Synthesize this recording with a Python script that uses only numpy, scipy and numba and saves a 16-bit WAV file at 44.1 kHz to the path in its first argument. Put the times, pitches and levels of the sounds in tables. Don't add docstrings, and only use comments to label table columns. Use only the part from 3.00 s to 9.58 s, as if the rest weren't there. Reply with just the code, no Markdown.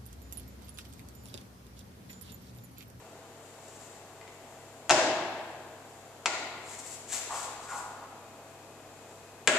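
import sys
import numpy as np
from scipy import signal
from scipy.fft import rfft, irfft, next_fast_len
from scipy.io import wavfile
from numba import njit

SR = 44100
rng = np.random.default_rng(int(sys.argv[2]) if len(sys.argv) > 2 else 0)


def generate_wav(sig):
    pcm = np.round(np.clip(np.atleast_2d(sig).T, -1, 1) * 32767).astype(np.int16)
    wavfile.write(sys.argv[1], SR, pcm)


N = 290178
TIME = np.arange(N) / SR

# (frequency [Hz], level [dB])
SLAP_COLOUR = [(100, -36), (190, -23), (345, -9.5), (500, -13), (740, -3), (1250, -6), (1600, -12.5),
               (2000, -0.5), (3360, -9.5), (4050, -6), (5500, -11), (7370, -4), (9850, -27), (14000, -46)]


def from_db(db):
    return 10 ** (np.asarray(db) / 20)


def rms_one(x):
    return x / np.sqrt(np.mean(x ** 2) + 1e-20)


def at_hz(points, hz):
    known_hz, values = np.transpose(points)
    return np.interp(np.log(np.maximum(hz, 1)), np.log(known_hz), values)


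def convolve(x, response):
    return signal.fftconvolve(np.atleast_2d(x), np.atleast_2d(response), axes=-1)[:, :N]


def causal_response(points, size=4096):
    level_db = at_hz(points, np.fft.rfftfreq(size, 1 / SR))
    cepstrum = irfft(np.log(from_db(level_db)))
    cepstrum[1:size // 2] *= 2
    cepstrum[size // 2 + 1:] = 0
    return irfft(np.exp(rfft(cepstrum)))


def dull(x, hz):
    low_pass = signal.butter(2, min(hz, .45 * SR), fs=SR, output="sos")
    return signal.sosfilt(low_pass, x + 1e-18)


def thin(x, hz):
    high_pass = signal.butter(1, min(hz, .45 * SR), "high", fs=SR, output="sos")
    return signal.sosfilt(high_pass, x)


def resonate(x, hz, width_hz):
    r = np.exp(-np.pi * width_hz / SR)
    zeros = np.array([1, 0, -1]) * (1 - r * r) / 2
    poles = [1, -2 * r * np.cos(2 * np.pi * hz / SR), r * r]
    return signal.lfilter(zeros, poles, x + 1e-18)


@njit
def glide(x, hz, width_hz):
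    y = np.zeros(len(x))
    r = np.exp(-np.pi * width_hz / SR)
    for i in range(2, len(x)):
        driven = (1 - r * r) / 2 * (x[i] - x[i - 2])
        y[i] = driven + 2 * r * np.cos(2 * np.pi * hz[i] / SR) * y[i - 1] - r * r * y[i - 2]
    return y


def stroke(s, hold_s, level_db, rise_s, fall_s):
    before = np.maximum(s - TIME, 0) / rise_s
    after = np.maximum(TIME - s - hold_s, 0) / fall_s
    return from_db(level_db) * np.exp(-.5 * (before + after) ** 2)


def friction(slips_per_s, spread_db):
    slips = rng.random(N) < slips_per_s / SR
    unevenness = from_db(spread_db * rng.standard_normal(N))
    return rms_one(slips * rng.standard_normal(N) * unevenness)


def diffuse_spectrum(size):
    # (frequency [Hz], correlation [-1 to 1])
    likeness = [(30, .55), (80, .95), (300, .96), (600, .93), (1000, .88), (1500, .55), (2500, .1),
                (5000, -.08), (13000, 0)]
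    hz = np.fft.rfftfreq(size, 1 / SR)
    alike = np.clip(at_hz(likeness, hz), -.99, .995)
    mid, side = rfft(rng.standard_normal((2, size)))
    spread = np.sqrt((1 - alike) / (1 + alike)) * side
    return hz, mid + spread * [[1], [-1]]


def wavering_tone(hz, level_db, width_hz):
    wander = np.cumsum(rng.standard_normal(N)) * np.sqrt(2 * np.pi * width_hz / SR)
    tone = np.sin(2 * np.pi * hz * TIME + wander)
    return from_db(level_db) * np.sqrt(2) * resonate(tone, hz, 20 + 4 * width_hz)


def ventilation(air_db=-52, whine_from_s=4.94, whine_fade_s=.3):
    # (frequency [Hz], level [dB])
    air_colour = [(25, -18), (50, -9), (70, -12), (130, -9.5), (180, -6.5), (240, -1), (330, -1), (470, 0),
                  (850, -1.5), (1250, -7.5), (2500, -16), (5800, -21.5), (7200, -16.5), (9000, -23.5),
                  (14000, -27.5)]
    # (frequency [Hz], level [dB], width [Hz])
    hum_tones = [(99, -64, 0.29), (136.5, -66, 7.9), (456.3, -64.5, 18.8), (664, -60, 14.14),
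                 (775, -66.5, 15.6), (2630, -75.5, 39)]
    hz, noise = diffuse_spectrum(next_fast_len(N, True))
    air = irfft(noise * from_db(at_hz(air_colour, hz)))[:, :N]
    hum = sum(wavering_tone(*tone) for tone in hum_tones)
    fade_in = np.clip((TIME - whine_from_s) / whine_fade_s, 0, 1)
    whine = wavering_tone(hz=2500, level_db=-69, width_hz=44) * fade_in
    return from_db(air_db) * air / air.mean(axis=0).std() + hum + whine


def cloth(catch_db=2.2, catches_per_s=60, rise_share=0.51, fall_share=0.48):
    # (middle [s], length [s], level [dB], heft [0 a sleeve, 1 a trouser leg])
    swishes = [(.48, 0.13, -60, 0.69), (.79, 0.27, -55, 0.69), (1.5, 0.72, -66, 0.58), (2.97, .2, -66, .2),
               (3.715, 0.12, -47, 0.62), (3.8, 0.029, -46, .05), (3.903, 0.11, -42.5, 0.037),
               (4.147, 0.058, -31, 1), (4.38, 0.12, -38.5, 0.55), (4.635, 0.054, -50.5, .05),
               (4.751, 0.12, -44, 0.21), (6.07, 0.29, -63.5, 0.26)]
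    # (frequency [Hz], level [dB])
    cloth_colour = [(300, -22), (640, -7.5), (1250, -12.5), (2200, -9), (3000, -11), (5400, -11),
                    (6500, -5.5), (7500, 1.5), (8600, -7), (10500, -16), (14000, -23.5)]
    fibres = convolve(friction(slips_per_s=12000, spread_db=0.0), causal_response(cloth_colour))[0]
    folds = np.interp(TIME * catches_per_s, np.arange(N), rng.standard_normal(N))
    fibres = fibres * from_db(catch_db * folds)
    out = 0
    for s, length_s, level_db, heft in swishes:
        thin_hz = np.exp(np.interp(heft, [0, 1], np.log((6000, 700))))
        swell_s = length_s * np.interp(heft, [0, 1], (0.25, 1))
        hold_s = length_s - swell_s
        swing = stroke(s - hold_s / 2, hold_s, level_db, rise_share * swell_s, fall_share * swell_s)
        out = out + rms_one(thin(fibres, thin_hz)) * swing
    return out


def touches(fade_s=0.0038):
    # (time [s], level [dB], treble cut [Hz])
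    light_contacts = [(1.213, -30.5, 2980), (1.277, -31.5, 6000), (3.631, -32, 1500), (4.612, -39, 12000)]
    out = 0
    for s, level_db, dull_hz in light_contacts:
        fade = np.exp(-np.abs(TIME - s) / fade_s) * (TIME >= s)
        grit = dull(rng.standard_normal(N) * fade, dull_hz)
        out = out + from_db(level_db) * grit / np.linalg.norm(grit)
    body = causal_response(SLAP_COLOUR)
    return convolve(out, body / np.linalg.norm(body))[0]


def disperse(x):
    for centre_hz, width_hz in ((6000, 2600), (2500, 2500)):
        r = np.exp(-np.pi * width_hz / SR)
        poles = [1, -2 * r * np.cos(2 * np.pi * centre_hz / SR), r * r]
        x = signal.lfilter(poles[::-1], poles, x)
    return x


def blow(cracks, colour, modes, crush_db, crush_s, hall_db, size=4096):
    t = TIME[:size]
    force = np.zeros((2, N + size))
    for s, level_db, thin_hz, dull_hz in cracks:
        crush = rng.standard_normal(size) * np.exp(-t / crush_s)
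        pulse = signal.unit_impulse(size) + from_db(crush_db) * crush / np.linalg.norm(crush)
        start = round(s * SR)
        force[0, start:start + size] += from_db(level_db) * thin(dull(pulse, dull_hz), thin_hz)
    times, levels_db = np.transpose(cracks)[:2]
    energy = from_db(levels_db) ** 2
    bang_s = np.average(times, weights=energy)
    force[1, round(bang_s * SR)] = from_db(hall_db) * np.sqrt(energy.sum())
    snap = causal_response(colour)
    ringing = sum(from_db(db) * resonate(snap, hz, width) for hz, width, db in modes)
    body = snap + ringing
    return convolve(force, disperse(body) / np.linalg.norm(body))


def stamp():
    # (time [s], level [dB], bass cut [Hz], treble cut [Hz])
    cracks = [(1.8954, -0.5, 700, 13000), (1.9016, 8.5, 1100, 3850), (1.9082, 4.5, 70, 13000)]
    # (frequency [Hz], level [dB])
    colour = [(40, -33), (97, -19.5), (166, -17.5), (250, -13), (335, -2.5), (442, -11), (638, 0.5),
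              (820, -0.5), (1400, -10), (1880, -7.5), (4420, -10.5), (7400, -7), (10000, -26), (14000, -45)]
    # (frequency [Hz], width [Hz], level over the crack [dB])
    modes = [(367, 26, -17), (636, 58, -5), (740, 46, -29), (905, 130, -16), (1580, 210, -0.5),
             (2670, 45, 0)]
    return blow(cracks, colour, modes, crush_db=-0.5, crush_s=0.0023, hall_db=0.5)


def thuds():
    # (time [s], level [dB], frequency [Hz], width [Hz])
    landings = [(1.907, -42, 88, 20), (4.274, -34, 383, 110), (6.479, -41, 105, 30)]
    out = 0
    for s, level_db, hz, width_hz in landings:
        age = np.maximum(TIME - s, 0)
        swing = np.sin(2 * np.pi * hz * age) * np.exp(-np.pi * width_hz * age)
        out = out + from_db(level_db) * thin(thin(swing, hz / 2), hz / 2)
    return out


def arm_slap():
    # (time [s], level [dB], bass cut [Hz], treble cut [Hz])
    cracks = [(3.2582, -0.61, 403, 14000), (3.2614, -1.55, 100, 6100)]
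    # (frequency [Hz], width [Hz], level over the crack [dB])
    modes = [(690, 74, -3.5), (920, 140, -11), (1420, 50, 7.5), (2230, 40, -23)]
    return blow(cracks, SLAP_COLOUR, modes, crush_db=0.5, crush_s=0.00087, hall_db=-0.64)


def rumble(hz=55, width_hz=30):
    flex = resonate(resonate(rng.standard_normal(N), hz, width_hz), hz, width_hz)
    return rms_one(flex) * stroke(s=4.2, hold_s=0.16, level_db=-70.5, rise_s=.12, fall_s=0.39)


def scuffs(grit_db=-17):
    # (time [s], length [s], level [dB], starting resonance [Hz], width [Hz])
    slides = [(4.315, 0.395, -36, 864, 616), (4.706, 0.25, -37, 1350, 516)]
    attack_s, bite_s, drag_share, release_s = 0.014, 0.077, 0.14, .025
    settled_hz, settle_s = 903, 0.01
    rub = friction(slips_per_s=6000, spread_db=3.5)
    out = 0
    for s, length_s, level_db, start_hz, width_hz in slides:
        age = np.maximum(TIME - s, 0)
        bite = np.exp(-(age / bite_s) ** 2)
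        hz = settled_hz + (start_hz - settled_hz) * np.exp(-age / settle_s)
        rough = glide(rub, hz, width_hz)
        hollow = glide(rough, hz, width_hz)
        slide = stroke(s, length_s, level_db, attack_s, release_s)
        pressure = (drag_share + (1 - drag_share) * bite) * slide
        out = out + rms_one(hollow + from_db(grit_db) * rough) * pressure
    return out


def sole_slap():
    # (time [s], level [dB], bass cut [Hz], treble cut [Hz])
    cracks = [(6.4744, 5, 1200, 15000), (6.4764, 2.5, 700, 6000), (6.4781, 5, 60, 4240)]
    # (frequency [Hz], level [dB])
    colour = [(50, -29), (170, -21.5), (250, -6.5), (315, -12), (390, -3), (480, -7.5), (610, -6.5),
              (1000, -8.5), (1640, -2), (2950, -4), (5450, -15), (7600, -3), (10000, -24), (14000, -36)]
    # (frequency [Hz], width [Hz], level over the crack [dB])
    modes = [(265, 40, -8), (620, 71, 4.5), (1650, 18, 5), (2080, 40, -11)]
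    return blow(cracks, colour, modes, crush_db=-4.5, crush_s=0.003, hall_db=-0.5)


def early_echoes(x):
    delays_s = (.00445, .0111)
    levels_db = (-9, -11)
    echoes = sum(from_db(db) * np.pad(x, (round(s * SR), 0))[:N] for s, db in zip(delays_s, levels_db))
    return x + echoes


def straight_path(x, left_db=2.0, split_hz=1300):
    bass = signal.sosfilt(signal.butter(1, split_hz, fs=SR, output="sos"), x + 1e-18)
    treble = x - bass
    left, right = bass + treble * from_db([[left_db / 2], [-left_db / 2]])
    return np.array([np.r_[0, left[:-1]], right])


def hall_response(size=98304):
    # (frequency [Hz], time to fall by 60 dB [s])
    ring_times = [(60, 1.0), (150, 1.5), (330, 1.47), (650, 1.69), (1100, 1.71), (2200, 1.51), (4000, 1.25),
                  (5600, 0.87), (7700, 0.74), (13000, 0.62)]
    # (frequency [Hz], level [dB])
    hall_tone = [(60, 5), (300, 4.5), (700, 2), (1500, -1), (3000, -4), (5500, -3.5), (7500, -6),
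                 (11000, -4.5)]
    # (time [s], level [dB])
    build_up = [(.004, 0), (.011, 1.5), (.028, 0), (.053, -0.5), (.083, 1.5), (.113, 1.5)]
    hz, noise = diffuse_spectrum(size)
    noise = noise * from_db(at_hz(hall_tone, hz))
    t, out = TIME[:size], 0
    centres, t60s = np.transpose(ring_times)
    for share, t60 in zip(np.eye(len(centres)), t60s):
        band = irfft(noise * at_hz(np.c_[centres, share], hz))
        out = out + band * np.exp(-np.log(1000) * t / t60)
    out = out * from_db(np.interp(t, *np.transpose(build_up))) * (t > build_up[0][0])
    return out / np.linalg.norm(out.mean(axis=0))


def scene():
    air = ventilation()
    swish, taps, slide = cloth(), touches(), scuffs()
    cracks, bangs = stamp() + arm_slap() + sole_slap()
    direct = early_echoes(cracks) + taps + from_db(-3.0) * swish + from_db(-3.5) * slide + thuds() + rumble()
    feed = bangs + taps + from_db(-2.5) * swish + from_db(-6.0) * slide
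    return straight_path(direct) + convolve(feed, hall_response()) + air


def record(dry):
    # (frequency [Hz], left minus right [dB])
    balance = [(100, 3), (280, 2), (600, 1), (1000, -0.5), (1600, 4.5), (3000, 4.5), (5000, 2.5), (7400, 7),
               (10000, 3), (13000, 3)]
    hz, lean_db = np.transpose(balance)
    microphones = [causal_response(np.c_[hz, side * lean_db / 2]) for side in (1, -1)]
    picked_up = convolve(dry, microphones)
    rounded = picked_up / (1 + (picked_up / .9) ** 6) ** (1 / 6)
    low_pass = signal.ellip(10, .1, 80, 14300, fs=SR, output="sos")
    return signal.sosfilt(low_pass, rounded)


dry = scene()
out = record(dry)
generate_wav(out)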